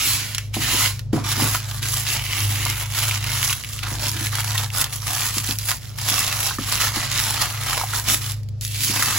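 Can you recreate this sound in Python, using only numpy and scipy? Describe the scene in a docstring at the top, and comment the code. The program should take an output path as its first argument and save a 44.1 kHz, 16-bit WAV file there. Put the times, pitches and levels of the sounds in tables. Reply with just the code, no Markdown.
"""Tissue paper rustles on a wooden desk as hands slide and turn a packet, pick its sticker and fold the flap open.
Shaped noise makes the hiss of rubbing fibres, clusters of random decays make the crinkle, and noise bursts make
the snaps and nail taps. Short sine modes make hollow pops, and a ringing desk top thuds under packet and fingers.
Beyond the small room a slow motor hums in wavering sine partials, over a faint room tone.
A close pair of microphone ports listens from above."""
import sys
import numpy as np
from scipy import signal
from scipy.fft import rfft, irfft
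from scipy.io import wavfile
from scipy.ndimage import uniform_filter1d, map_coordinates

SR = 44100
rng = np.random.default_rng(int(sys.argv[2]) if len(sys.argv) > 2 else 0)


def store_wav(level_fs):
    """Save 16-bit WAV to argv[1]."""
    pcm = np.round(np.clip(np.atleast_2d(level_fs), -1, 1) * 32767)
    wavfile.write(sys.argv[1], SR, pcm.T.astype(np.int16))


N = 404838


def undb(db):
    """Decibels to gain."""
    return 10 ** (np.asarray(db) / 20)


def unit(x):
    """Scale to rms 1."""
    return x / np.sqrt(np.mean(x ** 2))


def curves(table):
    """Draw each column of a table as a value per sample, against seconds in its first column."""
    s, *columns = np.transpose(table)
    return [np.interp(np.arange(N) / SR, s, c) for c in columns]


def per_bin(points):
    """Join (Hz, value) points on a log-frequency axis, one value per spectrum bin."""
    hz, value = np.transpose(points)
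    bin_hz = np.arange(N // 2 + 1) * SR / N
    return np.interp(np.log1p(bin_hz), np.log1p(hz), value)


def colour(x, spectrum):
    """Give a sound a spectrum, rms 1."""
    return unit(irfft(rfft(x) * undb(per_bin(spectrum)), N))


def noise(spectrum):
    """Two unrelated noises of one colour, rms 1."""
    return colour(rng.standard_normal((2, N)), spectrum)


def walk(rate):
    """Random levels, each lasting 1 / rate seconds, smoothed twice; rms 1."""
    hold = max(int(SR / rate), 1)
    steps = np.repeat(rng.standard_normal(N // hold + 1), hold)
    return unit(uniform_filter1d(uniform_filter1d(steps, hold), hold)[:N])


def fade(x, decay_s):
    """Give every impulse an exponential tail."""
    return signal.lfilter([1], [1, -np.exp(-1 / (decay_s * SR))], x)


def resonate(x, hz, q):
    """One broad resonance."""
    return signal.lfilter(*signal.iirpeak(min(hz, SR / 3), max(q, 1), fs=SR), x)


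def above(x, hz):
    """The part of a sound above a frequency, without phase shift."""
    return signal.sosfiltfilt(signal.butter(2, hz, "high", fs=SR, output="sos"), x)


# Colour of the room tone. Each row: frequency in Hz, relative level in dB per Hz.
ROOM_TONE = [(32, -19), (52, 4), (130, -0.5), (300, -22), (550, -22), (1000, -35.5), (2000, -41),
             (5000, -36.5), (15000, -61)]


def room_tone():
    """Faint steady noise, strongest in the bass."""
    return undb(-38.5) * noise(ROOM_TONE)


# Partials of the hum. Each row: multiple of the pulse rate, relative level in dB.
MOTOR_ORDERS = [(2, -12.5), (4, 0), (5, -8)]
# The motor slows under load. Each row: middle in seconds, drop of the pulse rate in Hz.
MOTOR_SAGS = [(2.55, 0.74), (3.5, 0.97), (6.55, 0.843)]
# Slow level of the hum. Each row: time in seconds, relative level in dB.
HUM_LEVEL = [(0, -41), (.14, -31), (.26, -36), (.58, -27.5), (3.2, -28), (4.5, -28.5), (5.1, -31.5),
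             (8.9, -30.5)]
# The hum dips suddenly and recovers. Each row: start in seconds, depth setting in dB.
HUM_DIPS = [(3.54, 14), (4.85, 4.7), (5.72, 8.1), (7.45, 4.1)]
MOTOR_HZ, SAG_WIDTH_S = 26.08, 0.2212  # pulse rate without sag, width of a sag
DIP_FALL_S, DIP_RECOVER_S = 0.024, 0.2


def motor():
    """Low partials of a slow motor that sags now and then; each wavers by itself in level and phase."""
    t = np.arange(N) / SR
    pulse_hz = MOTOR_HZ - sum(drop * np.exp(-((t - s) / SAG_WIDTH_S) ** 2) for s, drop in MOTOR_SAGS)
    level_db = curves(HUM_LEVEL)[0]
    for s, depth_db in HUM_DIPS:
        fall = np.clip((t - s) / DIP_FALL_S, 0, 1)
        level_db = level_db - depth_db * fall * np.exp(-((t - s) / DIP_RECOVER_S) ** 2)
    turn = 2 * np.pi * np.cumsum(pulse_hz) / SR
    hum = 0
    for order, part_db in MOTOR_ORDERS:
        level = undb(part_db + 2.4 * walk(12))
        phase = 2 * np.pi * rng.random() + 0.36 * walk(13)
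        hum = hum + level * np.sin(round(order) * turn + phase)
    return np.sqrt(2) * undb(level_db - 1.25) * hum


def room(x, t60_s=0.15, wet_db=-16.0):
    """The short reverberation of a small furnished room: slightly dulled noise that decays exponentially."""
    t = np.arange(SR // 2) / SR
    tail = rng.standard_normal((2, len(t))) * undb(-60 * t / t60_s) * (t > .004)
    tail = fade(tail, .00003)
    tail /= np.sqrt(np.sum(tail ** 2, axis=1, keepdims=True))
    return x + undb(wet_db) * signal.fftconvolve(x, tail, axes=1)[:, :N]


# Phase between the ports. Each row: frequency in Hz, lead of the left in radians.
PORT_PHASE = [(1600, .1), (2700, -.9), (6000, -1), (7500, .4), (8400, 2.9), (9200, 3.4), (10500, 6.2),
              (12000, 6.4), (12900, 9.2), (14100, 9.6), (15100, 12.6)]
# Likeness of the ports. Each row: frequency in Hz, likeness from 0 to 1.
PORT_LIKENESS = [(100, 0.38), (500, 0.62), (1900, 0.85), (3000, 0.62), (5300, 0.33), (7200, 0.43),
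                 (8500, 0.99)]
# Balance of the ports. Each row: frequency in Hz, left minus right in dB.
PORT_BALANCE = [(1800, -0.5), (4000, -2), (5700, -8.5), (7200, -1), (8500, 0)]


def ports(x):
    """Shared and unshared sound reach two ports, whose likeness, balance and phase vary with frequency."""
    shared, apart = rfft(x)
    likeness = np.clip(per_bin(PORT_LIKENESS), 0, 1)
    sides = np.array([[1], [-1]])
    pair = shared * np.sqrt((1 + likeness) / 2) + sides * apart * np.sqrt((1 - likeness) / 2)
    pair = pair * undb(sides * per_bin(PORT_BALANCE) / 2)
    return irfft(pair * np.exp(1j * sides * per_bin(PORT_PHASE) / 2), N)


# Modes of the desk top. Each row: frequency in Hz, relative level in dB, 60 dB decay time in seconds.
DESK = [(153, -6, 0.13), (222, -5, 0.12), (246, -2, 0.13), (282, 0, 0.085), (315, 5, 0.061),
        (385, -3, 0.038), (515, -1.5, 0.045), (690, -2, 0.035)]
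DESK_RISE_S = .002  # time that the desk top takes to get moving


def desk_ring():
    """The desk top after a sharp tap: decaying modes that take a few milliseconds to build up."""
    t = np.arange(SR // 3) / SR
    modes = sum(undb(db - 60 * t / t60) * np.sin(2 * np.pi * hz * t) for hz, db, t60 in DESK)
    return (1 - np.exp(-t / DESK_RISE_S)) * modes


# Packet and fingers knock the desk. Each row: start in seconds, relative level in dB.
KNOCKS = [(0.566, -17.5), (0.743, -19), (1.132, -6), (1.159, -13), (1.376, -23), (1.421, -14), (3.917, -27),
          (4.158, -27), (4.212, -25.5), (5.368, -23), (5.49, -21.5), (6.116, -26), (6.587, -17),
          (6.968, -21.5), (8.897, -21.5)]


def desk(push_s=0.0007, rattle_db=-7.0, rattle_s=0.016):
    """A soft push rings the desk top; the packet shuffles briefly as it settles."""
    out, ring = np.zeros((2, N + SR)), desk_ring()
    t = np.arange(len(ring)) / SR
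    push = t / push_s * np.exp(-2 * t / push_s)
    for s, db in KNOCKS:
        shuffle = rng.standard_normal((2, len(t))) * np.exp(-t / rattle_s)
        thud = undb(rattle_db) * unit(signal.fftconvolve(shuffle, ring[None])[:, :len(t)])
        # row 0 is the sound that both ports share, and the push belongs to it alone
        thud[0] += unit(signal.fftconvolve(push, ring)[:len(t)])
        start = int(s * SR)
        out[:, start:start + len(t)] += undb(db) * thud / np.abs(thud[0]).max()
    return out[:, :N]


# Bulges of the packet that flip. Each row: start in seconds, relative level in dB, pitch in Hz.
POPS = [(0.566, -20, 720), (1.165, -21, 1000), (1.177, -18, 700), (1.398, -15, 800), (1.548, -15, 1000),
        (2.661, -17, 1000), (3.868, -23, 1300), (4.33, -20, 1250), (4.555, -17, 1900), (6.509, -17, 1100),
        (6.585, -17, 1240), (7.776, -15, 764), (7.812, -16, 900), (7.836, -15, 780), (7.934, -15, 1400)]


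def pops(ring_s=0.0038, overtone=1.42, overtone_db=-5.0, flutter_db=-3.0, flutter_s=0.005):
    """A bulge flips over with a hollow ring in two short modes, then flutters as it settles."""
    out, t = np.zeros((2, N + SR)), np.arange(SR // 16) / SR
    for s, db, hz in POPS:
        turn = 2 * np.pi * hz * t
        ring = np.exp(-t / ring_s) * (np.sin(turn) - undb(overtone_db) * np.sin(overtone * turn))
        jitter = rng.standard_normal(len(t)) * np.exp(-t / flutter_s)
        flutter = signal.fftconvolve(jitter, ring)[:len(t)]
        sound = unit(ring) + undb(flutter_db) * unit(flutter)
        start = int(s * SR)
        out[0, start:start + len(t)] += undb(db) * sound / np.abs(sound).max()
    return out[:, :N]


# Colour of the packet's ring. Each row: frequency in Hz, relative level in dB per Hz.
PACKET = [(1000, -39), (1700, -13), (2130, 2.5), (2450, -3), (2900, 3), (3450, -7), (3850, -7), (7000, -16)]
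# Fingernails tap the packet. Each row: start in seconds, relative level in dB.
TAPS = [(0.545, -17), (0.859, -8), (0.875, -12), (2.195, -15), (2.264, -16), (2.332, -11), (2.379, -12),
        (3.031, -13), (3.111, -9), (3.157, -13), (3.241, -16), (3.637, -19), (3.646, -18), (3.79, -17),
        (3.833, -13), (4.268, -13), (4.702, -20)]


def taps(contact_s=0.0009, tap_db=1.5):
    """A nail lands with a brief scrape: a short burst of noise in the colour of the packet."""
    out, t = np.zeros((2, N + SR)), np.arange(SR // 20) / SR
    ring = noise(PACKET)
    shape = t / contact_s * np.exp(-t / contact_s)
    for s, db in TAPS:
        span = slice(int(s * SR), int(s * SR) + len(t))
        sound = ring[:, span] * shape
        out[:, span] += undb(db + tap_db) * sound / np.abs(sound).max(axis=1, keepdims=True)
    return out[:, :N]


def crinkles(rate, spread_db, decay_s):
    """Energy of tiny buckles, mean near 1: each starts at once and dies away, most small and a few large."""
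    sizes = undb(spread_db * np.minimum(rng.exponential(size=N), 3.5))
    energy = fade((rng.random(N) < rate / SR) * sizes ** 2, decay_s)
    # the hand feeds in its work steadily, so a large buckle relieves its neighbours
    return energy / (uniform_filter1d(energy, size=2400) + 0.021 * energy.mean())


# Colour of the rubbing fibres. Each row: frequency in Hz, relative level in dB per Hz.
FIBRES = [(200, -4), (600, -25.5), (1300, -8.5), (2000, -3), (3200, 0.5), (4300, 0.5), (5600, -0.5),
          (10000, -0.5), (15500, -5.5)]
# Creases that snap. Each row: start in seconds, relative level in dB, pitch of the buckling facet in Hz.
SNAPS = [(0.348, -11, 3400), (0.382, -10.5, 2420), (0.993, -21.5, 2780), (1.317, -13, 3800),
         (1.548, -14, 1600), (1.712, -19, 2500), (1.829, -16, 3290), (2.652, -10, 7000), (2.7, -11, 9000),
         (3.429, -9.5, 2000), (3.528, -10, 2790), (4.083, -14, 6000), (4.116, -14, 11100),
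         (4.354, -11, 7000), (4.579, -8, 3170), (4.842, -9.5, 4200), (5.382, -10, 5000), (5.51, -11, 4420),
         (5.587, -12, 9000), (5.688, -11.5, 1860), (5.715, -8.5, 1200), (5.986, -17.5, 1500),
         (6.087, -10, 4290), (6.326, -13, 2160), (6.404, -11.5, 7000), (6.819, -10, 3240),
         (7.116, -12.5, 4500), (7.731, -11.5, 1500), (7.777, -12.5, 1800), (7.998, -14, 7100),
         (8.319, -17, 9000), (8.433, -37, 5000), (8.488, -34, 4600), (8.611, -19, 6430), (8.65, -15, 6000),
         (9.024, -9, 1500)]
CRACK_S, FACET_Q = .0009, 1.6  # for a facet at 3000 Hz; both grow with its size


def snaps(run_s=0.0065, run_share=0.29, size_power=0.24):
    """A crease cracks, a run of buckles follows; large, low facets ring longer and hide more of the crack."""
    out, t = np.zeros((2, N + SR)), np.arange(SR // 16) / SR
    crackle = noise(FIBRES) * np.sqrt(.5 + crinkles(rate=1400, spread_db=2.5, decay_s=0.00083))
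    for s, db, hz in SNAPS:
        start, size = int(s * SR), (3000 / hz) ** size_power
        shape = (1 - run_share) * np.exp(-t / (CRACK_S * size)) + run_share * np.exp(-t / (run_s * size))
        crack = crackle[:, start:start + len(t)] * shape
        ring = resonate(shape * rng.standard_normal((2, len(t))), hz, FACET_Q * size)
        # a small facet cannot radiate far below its own pitch
        low_cut = signal.butter(2, np.clip(hz / 4, 680, SR / 4), "high", fs=SR)
        sound = signal.lfilter(*low_cut, unit(crack) + size * unit(ring))
        out[:, start:start + len(t)] += undb(db) * unit(sound) * np.sqrt(np.mean(shape ** 2))
    return out[:, :N]


RELEASE_DB_PER_S = 215  # every movement runs out at the same rate


def movement(t, start, attack, length, db, swell_db=0):
    """Energy of one hand movement: an attack, a hold that swells or ebbs, a release."""
    t = t - start
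    hold_db = db + swell_db * (np.clip(t / length, 0, 1) - .5)
    # the attack climbs 20 dB over its time, ahead of the start
    edges_db = 20 * np.maximum(-t, 0) / attack + RELEASE_DB_PER_S * np.maximum(t - length, 0)
    return undb(hold_db - np.minimum(edges_db, 80)) ** 2


# Strokes over the paper. Each row: start in seconds, time of the 20 dB rise before it in seconds, length in
# seconds, relative level in dB, swell from start to end in dB, flexing of the sheet relative to the level in dB.
STROKES = [(0.01, 0.058, 0.14, -24.3, -1, -15.5), (0.194, 0.057, 0.17, -33.5, -8, -13),
           (0.4, 0.03, 0.055, -44, -7, -16), (0.542, 0.009, 0.037, -30.5, -5.5, -13),
           (0.624, 0.057, 0.24, -23.2, 3, -10.5), (1.13, 0.004, 0.062, -38, -1, 0),
           (1.243, 0.013, 0.082, -29, 7, -8), (1.403, 0.084, 0.16, -27.7, -3, -8),
           (1.582, 0.038, 0.21, -39, 1, -7.5), (1.835, 0.037, 0.17, -30, -2, -13),
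           (2.08, 0.087, 0.112, -27.7, -4, -11), (2.223, 0.022, 0.18, -30, 7, -12),
           (2.418, 0.029, 0.29, -29.7, 4.5, -10.5), (2.757, 0.1, 0.08, -33.5, 1, -6),
           (2.974, 0.12, 0.189, -27.5, -1.5, -8), (3.24, 0.07, 0.27, -29.5, 2, -8),
           (3.573, 0.016, 0.24, -39.0, 1.5, -10.5), (3.831, 0.018, 0.16, -36, -6, -3.5),
           (4.04, 0.067, 0.028, -26.5, 2, -8.5), (4.129, 0.023, 0.14, -32.5, 5, -8),
           (4.327, 0.015, 0.072, -30.5, 2, -3.5), (4.477, 0.094, 0.158, -30.5, 0.5, -5.7),
           (4.76, 0.05, 0.05, -26.5, 3, -4), (4.931, 0.041, 0.05, -36.5, -10, -9.5),
           (5.067, 0.09, 0.2, -28, 4.5, -9), (5.308, 0.081, 0.077, -32, 7, -13),
           (5.435, 0.011, 0.072, -32.5, 6, -10), (5.593, 0.005, 0.08, -36, -3, -17),
           (5.679, 0.065, 0.014, -29.5, 9, -9.5), (5.818, 0.008, 0.15, -46, -5, -7.5),
           (5.98, 0.014, 0.066, -34.7, 4, -9), (6.088, 0.061, 0.26, -26.5, -6.5, -7.5),
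           (6.326, 0.018, 0.18, -29.5, 6, -9), (6.586, 0.005, 0.13, -32.7, 6, -9),
           (6.725, 0.04, 0.03, -25.5, 0, -8), (6.815, 0.08, 0.08, -25, -6, -6),
           (6.96, 0.06, 0.1, -26.5, -4, -7), (7.103, 0.021, 0.09, -26.0, 7.5, -10),
           (7.23, 0.071, 0.13, -29.5, 2, -5), (7.403, 0.038, 0.04, -24, -2, -5),
           (7.503, 0.024, 0.214, -33.5, 5.5, -4), (7.666, 0.005, 0.15, -29.0, -4.5, -5.5),
           (7.9, 0.087, 0.08, -31, 3, -5), (8.087, 0.06, 0.035, -22, 0, -8),
           (8.217, 0.014, 0.085, -35, 0.5, -7.5), (8.614, 0.003, 0.12, -38.5, -2, -23),
           (8.762, 0.099, 0.15, -28.0, 7.5, -21), (8.945, 0.08, 0.23, -25.5, 1, -7)]
# The packet is pushed over the desk. Each row: start in seconds, length in seconds, relative level in dB.
SLIDES = [(.58, .21, -39), (1.16, .08, -35), (1.385, .07, -31.5), (2.352, 0.39, -44), (3.854, .42, -47),
          (8.09, .05, -36), (8.89, .2, -43)]
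SLIDE_ATTACK_S = .04
DESK_RUB_DB = -22  # any stroke also rubs the desk a little, relative to its own level
UNEVEN_DB, UNEVEN_PER_S = .7, 34  # wobble of the hand pressure: depth and rate


def hands():
    """Strength of rubbing, of flexing and of dragging on the desk, summed over all movements."""
    t, rub, flex = np.arange(0, N, 20) / SR, 0, 0
    for start, attack, length, db, swell_db, flex_db in STROKES:
        energy = movement(t, start, attack, length, db, swell_db)
        rub = rub + energy
        flex = flex + energy * undb(flex_db) ** 2
    slides = sum(movement(t, start, SLIDE_ATTACK_S, length, db) for start, length, db in SLIDES)
    drag = rub * undb(DESK_RUB_DB) ** 2 + slides
    # the pressure of the hands is never quite even
    pressure = undb(UNEVEN_DB * walk(UNEVEN_PER_S))
    return np.sqrt(curves(np.transpose([t, rub, flex, drag]))) * pressure


def facets(x, patchy_db):
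    """Facets come and go as the sheet bends: narrow resonances that each last about a tenth of a second."""
    hz, _, cells = signal.stft(x, SR, nperseg=2048)
    field = rng.standard_normal(cells.shape[1:])
    field = unit(uniform_filter1d(uniform_filter1d(field, size=7, axis=0), size=5, axis=1))
    depth_db = patchy_db / np.sqrt(1 + hz[:, None] / 3000)
    return unit(signal.istft(cells * undb(depth_db * field), SR)[1][:, :N])


def bend(x, depth):
    """The resonances of the paper slide up and down as its tension changes: playback at a wandering speed."""
    place = np.cumsum(np.exp(depth * walk(16)))
    return np.array([map_coordinates(row, [place], mode="mirror") for row in x])


def ticks(rate, spread_db, centre_hz, octaves, cycles):
    """Single facets that flip: each rings for a few cycles at its own pitch and size, rms 1."""
    out, t = np.zeros((2, N + SR)), np.arange(SR // 100) / SR
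    for when, size, pitch, shared, apart in rng.random((int(rate * N / SR), 5)):
        hz, start = min(centre_hz * 2 ** (octaves * (2 * pitch - 1)), SR / 3), int(when * N)
        ring = np.sqrt(hz) * np.exp(-hz * t / cycles) * np.sin(2 * np.pi * hz * t)
        signs = np.sign([[shared - .5], [apart - .5]])
        out[:, start:start + len(t)] += undb(spread_db * size) * signs * ring
    return unit(above(out[:, :N], centre_hz / 2))


# Colour of the flexing sheet. Each row: frequency in Hz, relative level in dB per Hz.
SHEET = [(200, -15), (480, -13.5), (750, -2), (1150, 3.3), (1500, -1.8), (1900, -2), (4000, -28)]
# Flat hands slide smoothly, then fingertips pick and crumple. Each row: time in seconds, crinkling share 0-1.
CRINKLING = [(0, .08), (.85, .25), (1.6, .6), (4.4, .72), (9.18, .52)]
# The packet rings while pressed flat. Each row: time in seconds, relative strength of its ring in dB.
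PRESSED = [(0, -6), (.6, -3.5), (1.9, -16), (2.2, 3), (2.75, 2), (3.8, -14.5), (7.5, -10.5), (9.18, -14)]
# Treble of the hiss. Each row: time in seconds, change of level in dB, around which it flickers.
TREBLE = [(.1, -1.5), (.5, -4), (.95, 2), (1.16, -8), (1.28, -1), (2.5, 3.5), (3.5, 0), (6.6, 1.5),
          (7.25, -2), (8.2, 1.2)]
# Body of the hiss; two strokes before the last sound thin, then the body returns.
# Each row: time in seconds, change of level in dB.
BODY = [(8.4, 0), (8.65, -7), (8.84, -5), (8.96, 0)]
BODY_HZ, TREBLE_HZ = 2000, 7000  # the body lies below, the treble above


def paper(hiss_db=4.8, sheet_db=2.0, ring_db=2.0, tick_db=-6.5):
    """Fibres rub in a smooth hiss, buckles break it into grains and ticks, larger folds flex the whole sheet."""
    rubbing, flexing, dragging = hands()
    share = np.clip(curves(CRINKLING)[0], 0, .95)
    pressed = undb(curves(PRESSED)[0])
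    fine = crinkles(rate=900, spread_db=3.0, decay_s=0.00055)
    folds = crinkles(rate=350, spread_db=3.2, decay_s=0.0016)
    # fingers catch and slip, and each slip lets go a run of buckles
    slips = crinkles(rate=220, spread_db=1.8, decay_s=0.0072)

    def grain(buckles):
        """Even rubbing with its share of buckling."""
        return np.sqrt(1 - share + share * slips * buckles)

    # the smaller the buckle, the higher its sound
    fibres = facets(noise(FIBRES), patchy_db=4.0) * grain(0.72 * fine + 0.15 * folds)
    flips = ticks(rate=130, spread_db=14, centre_hz=3700, octaves=1.5, cycles=1.6)
    fibres += undb(tick_db) * share * flips
    treble = above(fibres, TREBLE_HZ)
    body = fibres - above(fibres, BODY_HZ)
    middle = fibres - treble - body
    flicker_db = 2.4 * walk(24)
    hiss = middle + body * undb(curves(BODY)[0]) + treble * undb(curves(TREBLE)[0] + flicker_db)

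    packet = pressed * undb(ring_db) * facets(noise(PACKET), patchy_db=4.0) * grain((fine + folds) / 2)
    sheet = facets(bend(noise(SHEET), depth=.07), patchy_db=3.0) * grain(0.55 * fine + 0.65 * folds)
    drag = unit(signal.fftconvolve(rng.standard_normal((2, N)), desk_ring()[None])[:, :N])
    # pressed flat, the packet takes its ring out of the hiss
    rubbed = (undb(hiss_db) * hiss + packet) / np.sqrt(1 + pressed ** 2)
    return rubbing * rubbed + flexing * undb(sheet_db) * sheet + dragging * drag


def scene():
    """Paper and desk in the room, over the room tone and the hum, which is alike on both sides."""
    close = paper() + snaps() + taps() + pops() + desk()
    return ports(room(close) + room_tone()) + motor()


def record(dry):
    """The recorder cuts the top with a steep low-pass at 15850 Hz."""
    return signal.sosfilt(signal.ellip(10, .2, 70, 15850, fs=SR, output="sos"), dry)


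dry = scene()
out = record(dry)
store_wav(out)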